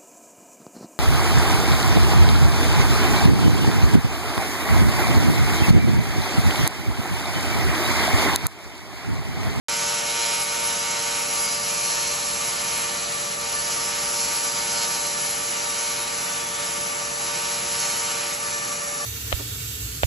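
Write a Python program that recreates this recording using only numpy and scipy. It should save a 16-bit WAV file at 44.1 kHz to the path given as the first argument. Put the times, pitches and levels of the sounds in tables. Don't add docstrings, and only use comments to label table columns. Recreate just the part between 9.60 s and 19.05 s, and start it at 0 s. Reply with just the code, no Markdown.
import sys
import numpy as np
from scipy import signal
from scipy.fft import rfft, irfft
from scipy.io import wavfile
from scipy.ndimage import map_coordinates

SR = 44100
rng = np.random.default_rng(int(sys.argv[2]) if len(sys.argv) > 2 else 0)


def inscribe(sig):
    pcm = np.round(np.clip(np.atleast_2d(sig).T, -1, 1) * 32767)
    wavfile.write(sys.argv[1], SR, pcm.astype(np.int16))


N = 416744
TIME = np.arange(N) / SR
FREQ = np.fft.rfftfreq(N, 1 / SR)
SCAN_HZ = 115.629


def undb(db):
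    return 10 ** (np.asarray(db) / 20)


def unit(x):
    return x / np.sqrt(np.mean(x ** 2))


def curves(table):
    s, *columns = np.transpose(table)
    return [np.interp(TIME, s, c) for c in columns]


def over_freq(points):
    hz, value = np.transpose(points)
    return np.interp(np.log(FREQ + 1), np.log(hz), value)


def colour(x, points):
    return unit(irfft(rfft(x) * undb(over_freq(points)), N))


def walk(rate):
    place = TIME * rate
    return map_coordinates(rng.standard_normal(int(place[-1]) + 3), [place], order=2, mode="nearest")


def swell(peak_s, width_s):
    return np.exp(-((TIME - peak_s) / width_s) ** 2)


def resonate(x, hz, width_hz):
    b, a = signal.iirpeak(hz, hz / width_hz, fs=SR)
    return unit(signal.lfilter(b, a, signal.lfilter(b, a, x)))


def dirt(scans, memory_s, places=384):
    keep = np.exp(-1 / (memory_s * SCAN_HZ))
    fresh = rng.standard_normal((int(scans[-1]) + 3, places))
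    passes = signal.lfilter([np.sqrt(1 - keep ** 2)], [1, -keep], fresh[1:], axis=0, zi=keep * fresh[:1])
    return map_coordinates(passes[0].ravel(), [scans * places], order=3, mode="nearest")


def strokes(scans, dip_db=-4, dip_width=0.2, bite_db=7, bite_decay=0.034):
    within = 4 * scans % 1
    dip = np.exp(-((1 - within) / dip_width) ** 2)
    bite = np.exp(-(2 * scans % 1) / bite_decay)
    return undb(dip_db * dip + bite_db * bite)


def burning(scans, stain_db):
    specks = dirt(scans, memory_s=0.0093)
    stains = undb(stain_db) * dirt(scans, memory_s=0.2)
    hiss = undb(-7.5) * rng.standard_normal(N)
    flutter_db = 0.26 * walk(24) + 0.74 * walk(90)
    return (specks + stains + hiss) * strokes(scans) * undb(flutter_db)


def glance(x, delay_s, sway_s, echo_db):
    late = np.arange(N) - SR * (delay_s + sway_s * walk(2.5))
    return x + undb(echo_db) * map_coordinates(x, [late], order=3)


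# (frequency [Hz], gain [dB])
SIZZLE_EQ = [(100, -58), (1500, -23.5), (3400, -15), (4150, -13), (4500, -2), (4700, -4.5), (5300, -1),
             (6300, 1.5), (7400, -0.5), (8000, -2.5), (8700, -8.5), (9400, 6.5), (10500, -0.5), (11300, -3),
             (12000, -14)]
# (time [s], boost [dB])
SPIT_ACCENTS = [(.82, 5.5), (1.07, 2.7), (1.83, 4), (2.22, 2.5), (4.5, 1.5), (4.76, 3)]


def sizzle(scans, spit_above_hz=8400):
    spot = glance(burning(scans, stain_db=-9.5), delay_s=0.000811, sway_s=0.00004, echo_db=-20)
    bright = colour(spot, SIZZLE_EQ)
    top = irfft(rfft(bright) * (FREQ > spit_above_hz), N)
    surge_db = 0.7 * walk(14) + sum(db * swell(s, width_s=0.029) for s, db in SPIT_ACCENTS)
    return bright + top * (undb(surge_db) - 1)


# (frequency [Hz], gain [dB])
RASP_EQ = [(30, -69), (250, -17), (560, -9.5), (700, -10), (820, 1.5), (1000, -1.5), (1400, -1.5),
           (1620, -2.5), (2300, 0.5), (2950, 3.5), (3120, -1), (3240, -1), (3400, -1), (3570, 0.5),
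           (3750, 3.5), (4150, -1), (4450, 0), (4750, 4), (6000, -20)]


def rasp(scans):
    return colour(burning(scans, stain_db=-8.5), RASP_EQ)


def ring(scans):
    return resonate(burning(scans, stain_db=-3), hz=4180, width_hz=520)


# (harmonic [number], left level [dB], right level [dB], right lag [rad])
BUZZ_PARTIALS = [(3, -53, -59, 0), (4, -43, -52.5, -.1), (5, -58, -58, -1.9), (6, -61, -58, -.5),
                 (8, -43, -40, -.3), (9, -57, -58, -.7), (11, -49, -52, 0), (12, -50.5, -50.5, .1),
                 (13, -47, -49, .1), (14, -62, -55, .6), (17, -56, -51.5, -.3), (18, -58, -54, .2),
                 (19, -53, -43.6, -.8), (20, -60, -47.5, .3), (21, -48.6, -46.3, -.6), (23, -53, -51, 0),
                 (25, -48.7, -49.7, -.3), (27, -50.5, -44.8, -.3), (29, -52.5, -51.5, -.1),
                 (30, -56, -56, 0), (32, -53.5, -54.5, -.7), (34, -51, -51, -.2), (36, -51, -51, 0),
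                 (37, -50.5, -50.5, 0), (38, -50.5, -50.5, 0), (42, -46.5, -46.5, -.5), (44, -51, -51, -.3),
                 (46, -49, -45, -.3), (48, -52, -47.5, -.2), (50, -52, -51, -.1), (54, -48, -47, 0),
                 (57, -52, -51, 0), (60, -52, -51, 0), (65, -49, -46, .3)]
# (harmonic [number], rasp [dB/dB], sizzle [dB/dB], ring [dB/dB])
BUZZ_TRACKING = [(5, 0.7, 0, 0), (7.9, 2.5, 0.95, -0.5), (12.9, 3, 0.5, -0.5), (27.7, 2, 0.5, 0.8),
                 (35.5, 4, -1.5, 3.5), (37, 0, 8.5, -2.2), (42, 1, 1.5, 0.5), (46, 3, 2.2, 0),
                 (46.8, 2.5, 2, 0.5), (65, 3.5, 2.2, -2.2)]
# (harmonic [number], time [s], half width [s], gain [dB])
BUZZ_SWELLS = [(6, .5, .5, 6.5), (6, 3.0, 1, 7), (9, 2.66, .77, 12), (23, 2.3, 1.2, 5.5), (27, 7, 0.34, 9),
               (42, .8, .9, 0.5), (46, 1.0, .8, 2), (44, 2.8, .5, 1), (44, 4.2, .4, -9), (46, 2.9, .4, -6),
               (46, 4.3, .5, 8), (46, 7.9, .7, -2), (48, 7.9, .9, 4.5), (21, 9.2, .5, 8), (25, 9.3, .5, 9)]


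def buzz(scans, rasp_db, sizzle_db, ring_db):
    rasp_change, sizzle_change, ring_change = (db - db.mean() for db in (rasp_db, sizzle_db, ring_db))
    crust_db = 0.4 * (1 - np.tanh((TIME - 1.83) / 0.068))
    changes_db = [rasp_change + crust_db, sizzle_change, ring_change]
    harmonics, *shares = np.transpose(BUZZ_TRACKING)
    out = np.zeros((2, N))
    for harmonic, left_db, right_db, lag in BUZZ_PARTIALS:
        follow_db = sum(np.interp(harmonic, harmonics, k) * db for k, db in zip(shares, changes_db))
        swell_db = sum(db * swell(s, width) for which, s, width, db in BUZZ_SWELLS if which == harmonic)
        angle = 2 * np.pi * (harmonic * scans + rng.random())
        waver_db = min(harmonic / 20, 1) * walk(7)
        envelope = unit(undb(follow_db + waver_db)) * undb(swell_db)
        ears = np.array([undb(left_db) * np.sin(angle), undb(right_db) * np.sin(angle - lag)])
        out += np.sqrt(2) * envelope * ears
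    return out


# (frequency [Hz], gain [dB])
ECHO_EQ = [(500, 10.5), (1000, -1), (2200, -3), (3300, -4.5), (4200, -22), (5500, -7), (6900, -24),
           (7600, 1), (11000, -96)]


def reflections(x, t60_s, delay_s):
    send = irfft(rfft(x) * undb(over_freq(ECHO_EQ)), N)
    t = TIME[:SR // 2]
    tail = rng.standard_normal((2, len(t))) * np.exp(-np.log(1000) * t / t60_s) * (t > delay_s)
    tail /= np.sqrt(np.sum(tail ** 2, axis=1, keepdims=True))
    return signal.fftconvolve(send[None], tail, axes=1)[:, :N]


# (centre [Hz], width [Hz])
NARROW_NOTCHES = [(3240, 130), (3560, 74), (4480, 135), (5020, 79)]


def notch(x):
    for hz, width_hz in NARROW_NOTCHES:
        band = signal.lfilter(*signal.iirpeak(hz, hz / width_hz, fs=SR), x)
        depth = np.clip(0.6 + 0.4 * walk(1.5), 0, 1)
        x = x - band * depth
    return x


# (time [s], dip [dB])
BARE_DIPS = [(.45, 1), (.53, .8), (.85, 1.2), (1.68, 1.6), (2.01, 1), (3.77, 2.9), (4.82, 0.5), (4.92, .8),
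             (5.28, 2.4), (5.57, 0.5), (8.78, 2)]
# (time [s], boost [dB])
FAINT_LIFT = [(4.74, 0), (5.22, 0), (8.22, 0.3)]


def patches():
    dips_db = sum(db * swell(s, width_s=0.029) for s, db in BARE_DIPS)
    lift_db = sum(db * swell(s, width_s=0.037) for s, db in FAINT_LIFT)
    return 0.31 * walk(10) - dips_db + lift_db


# (time [s], sizzle [dB], rasp [dB])
BURN_FADERS = [(0.1, -27.5, -33.5), (.55, -27.5, -33.5), (1.0, -28, -33.5), (1.45, -27.5, -33.5),
               (1.75, -27, -34.5), (2.05, -27, -35.5), (2.35, -26.5, -34.5), (2.7, -27.5, -35.5),
               (3.15, -28, -34), (3.5, -30.5, -35.5), (3.78, -29.5, -36.5), (4.1, -28, -35),
               (4.6, -27, -35), (5.0, -27.5, -34.5), (5.25, -25.5, -33), (5.5, -27.5, -36),
               (6.3, -28.5, -34.5), (6.6, -29.5, -35.5), (7.5, -30.5, -36.5), (7.7, -28.5, -34.5),
               (8.0, -29, -35), (8.25, -26.5, -33.5), (8.67, -30, -34.5), (8.78, -29.5, -36.5),
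               (9.1, -30.5, -38), (9.45, -30.5, -39.5)]
# (time [s], level [dB])
RING_FADER = [(.1, -39), (.65, -36.5), (1.0, -38), (1.75, -39), (2.3, -37), (3.2, -37.5), (3.7, -37.5),
              (4.05, -39), (4.7, -40), (5.25, -39), (5.55, -38), (6.4, -40.5), (6.9, -43.5), (7.45, -43),
              (7.7, -39.5), (8.15, -39), (8.68, -39), (8.8, -47), (9.45, -47)]


def laser():
    patches_db = patches()
    sizzle_db, rasp_db, ring_db = (db + patches_db for db in curves(BURN_FADERS) + curves(RING_FADER))
    scans = SCAN_HZ * TIME + 0.0011 * walk(12) + 1
    highs = sizzle(scans) * undb(sizzle_db + 0.68)
    highs += ring(scans) * undb(ring_db - 2)
    highs += hollows(scans) * undb(patches_db)
    mids = rasp(scans) * undb(rasp_db - 1.5)
    direct = highs * undb([[-0.1], [0.1]]) + mids * undb([[-0.7], [0.7]])
    bay = reflections(highs + mids, t60_s=0.096, delay_s=0.0012)
    workshop = undb(-7) * reflections(highs + mids, t60_s=0.55, delay_s=0.0099)
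    return notch(direct + bay + workshop) + buzz(scans, rasp_db, sizzle_db, ring_db)


# (pitch [Hz], left level [dB], right level [dB], right lag [rad])
BLADE_TONES = [(582, -48, -39.3, .6), (588, -51, -46.5, -2.6), (1164, -48, -54, -.6),
               (1173, -42.2, -46, 1.6), (1182, -46, -48.5, 1.7), (1746, -45, -45, 2.4),
               (1759, -44, -45, 2.7), (1773, -53, -55, -.4), (2346, -51, -51, 2.8), (2364, -56, -56, 2.8)]


def fans(throb_db_per_khz=1.94):
    out = np.zeros((2, N))
    for hz, left_db, right_db, lag in BLADE_TONES:
        angle = 2 * np.pi * np.cumsum(hz * (1 + 0.0011 * walk(5))) / SR
        ears = np.array([undb(left_db) * np.sin(angle), undb(right_db) * np.sin(angle - lag)])
        out += np.sqrt(2) * ears * undb(throb_db_per_khz * hz / 1000 * walk(9))
    return out


# (pitch [Hz], level [dB])
HUM_TONES = [(60, -64.5), (75, -64), (118, -64.5), (136, -56), (141, -65), (152, -70), (180, -55),
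             (271, -57.5), (360, -65)]


def hum(right_lag_s=0.0003):
    ears_s = TIME - np.array([[0], [right_lag_s]])
    return sum(np.sqrt(2) * undb(db + walk(3.7)) * np.sin(2 * np.pi * hz * ears_s + 0.6 * walk(3.01))
               for hz, db in HUM_TONES)


# (frequency [Hz], gain [dB])
AIR_EQ = [(15, -26), (40, -19), (65, -10), (100, -4.5), (140, 0.5), (215, 2), (310, -4.5), (560, -1.5),
          (700, -1.5), (830, 3.5), (1050, 0), (1240, 4.5), (1500, -1), (1900, 1.5), (2600, -2.5),
          (3300, -7.5), (4500, -9), (12000, -67)]
# (frequency [Hz], left-right correlation [-1 to 1])
AIR_IMAGE = [(80, .99), (200, 0.64), (400, 0.69), (700, 0.43), (1020, -0.52), (1260, 0.49), (1600, -.6),
             (1850, -0.76), (2700, 0.36)]


def air():
    likeness = np.clip(over_freq(AIR_IMAGE), -1, 1)
    mid, side = rfft(rng.standard_normal((2, N)))
    ears = irfft(mid * np.sqrt(1 + likeness) + np.array([[1], [-1]]) * side * np.sqrt(1 - likeness), N)
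    return colour(ears, AIR_EQ) * undb(-36.5 + 0.14 * walk(11))


# (frequency [Hz], gain [dB])
RUMBLE_EQ = [(20, -20), (45, -7), (70, 0), (110, -9), (250, -35), (1000, -70)]


def rumble():
    level_db = -60 + 4 * swell(peak_s=3.7, width_s=1.2)
    return colour(rng.standard_normal(N), RUMBLE_EQ) * undb(level_db)


# (time [s], half width [s], pitch [Hz], bandwidth [Hz], level [dB])
HOLLOW_PASSES = [(1.92, 0.19, 4770, 800, -39), (2.45, 0.32, 5650, 1200, -38.5),
                 (3.25, 0.45, 3980, 600, -43), (5.05, 0.34, 4640, 900, -37), (6.35, .4, 4050, 600, -43.5),
                 (6.95, 0.37, 3360, 500, -40), (8.28, 0.15, 6300, 2000, -37.5)]


def hollows(scans, places=512):
    one_scan = irfft(np.exp(2j * np.pi * rng.random(places // 4)), places)
    drive = np.interp(scans % 1, np.arange(places) / places, one_scan)
    return sum(resonate(drive, hz, width_hz) * undb(db) * swell(s, width_s)
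               for s, width_s, hz, width_hz, db in HOLLOW_PASSES)


# (time [s], level [dB])
FAN_PIPS = [(7.85, -36), (8.49, -35), (8.81, -40), (9.11, -37), (9.23, -39), (9.41, -34.5)]


def pips(hz=1160):
    envelope = sum(undb(db) * swell(s, width_s=0.015) for s, db in FAN_PIPS)
    return np.sqrt(2) * np.sin(2 * np.pi * hz * TIME) * envelope


def scene():
    return laser() + fans() + pips() + hum() + air() + rumble()


# (frequency [Hz], left phase against right [rad])
TREBLE_TWIST = [(7950, 0), (8150, -3.12), (9450, -3.12), (9800, -2.5), (10050, -1.6), (10450, -.25),
                (11000, 0)]


def record(dry, start_s=0.084, top_hz=11750):
    hz, radians = np.transpose(TREBLE_TWIST)
    twist = np.exp(np.array([[0.5j], [-0.5j]]) * np.interp(FREQ, hz, radians))
    heard = irfft(rfft(dry) * twist, N) * (TIME > start_s)
    return signal.sosfilt(signal.ellip(10, 0.2, 80, top_hz, fs=SR, output="sos"), heard)


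dry = scene()
out = record(dry)
inscribe(out)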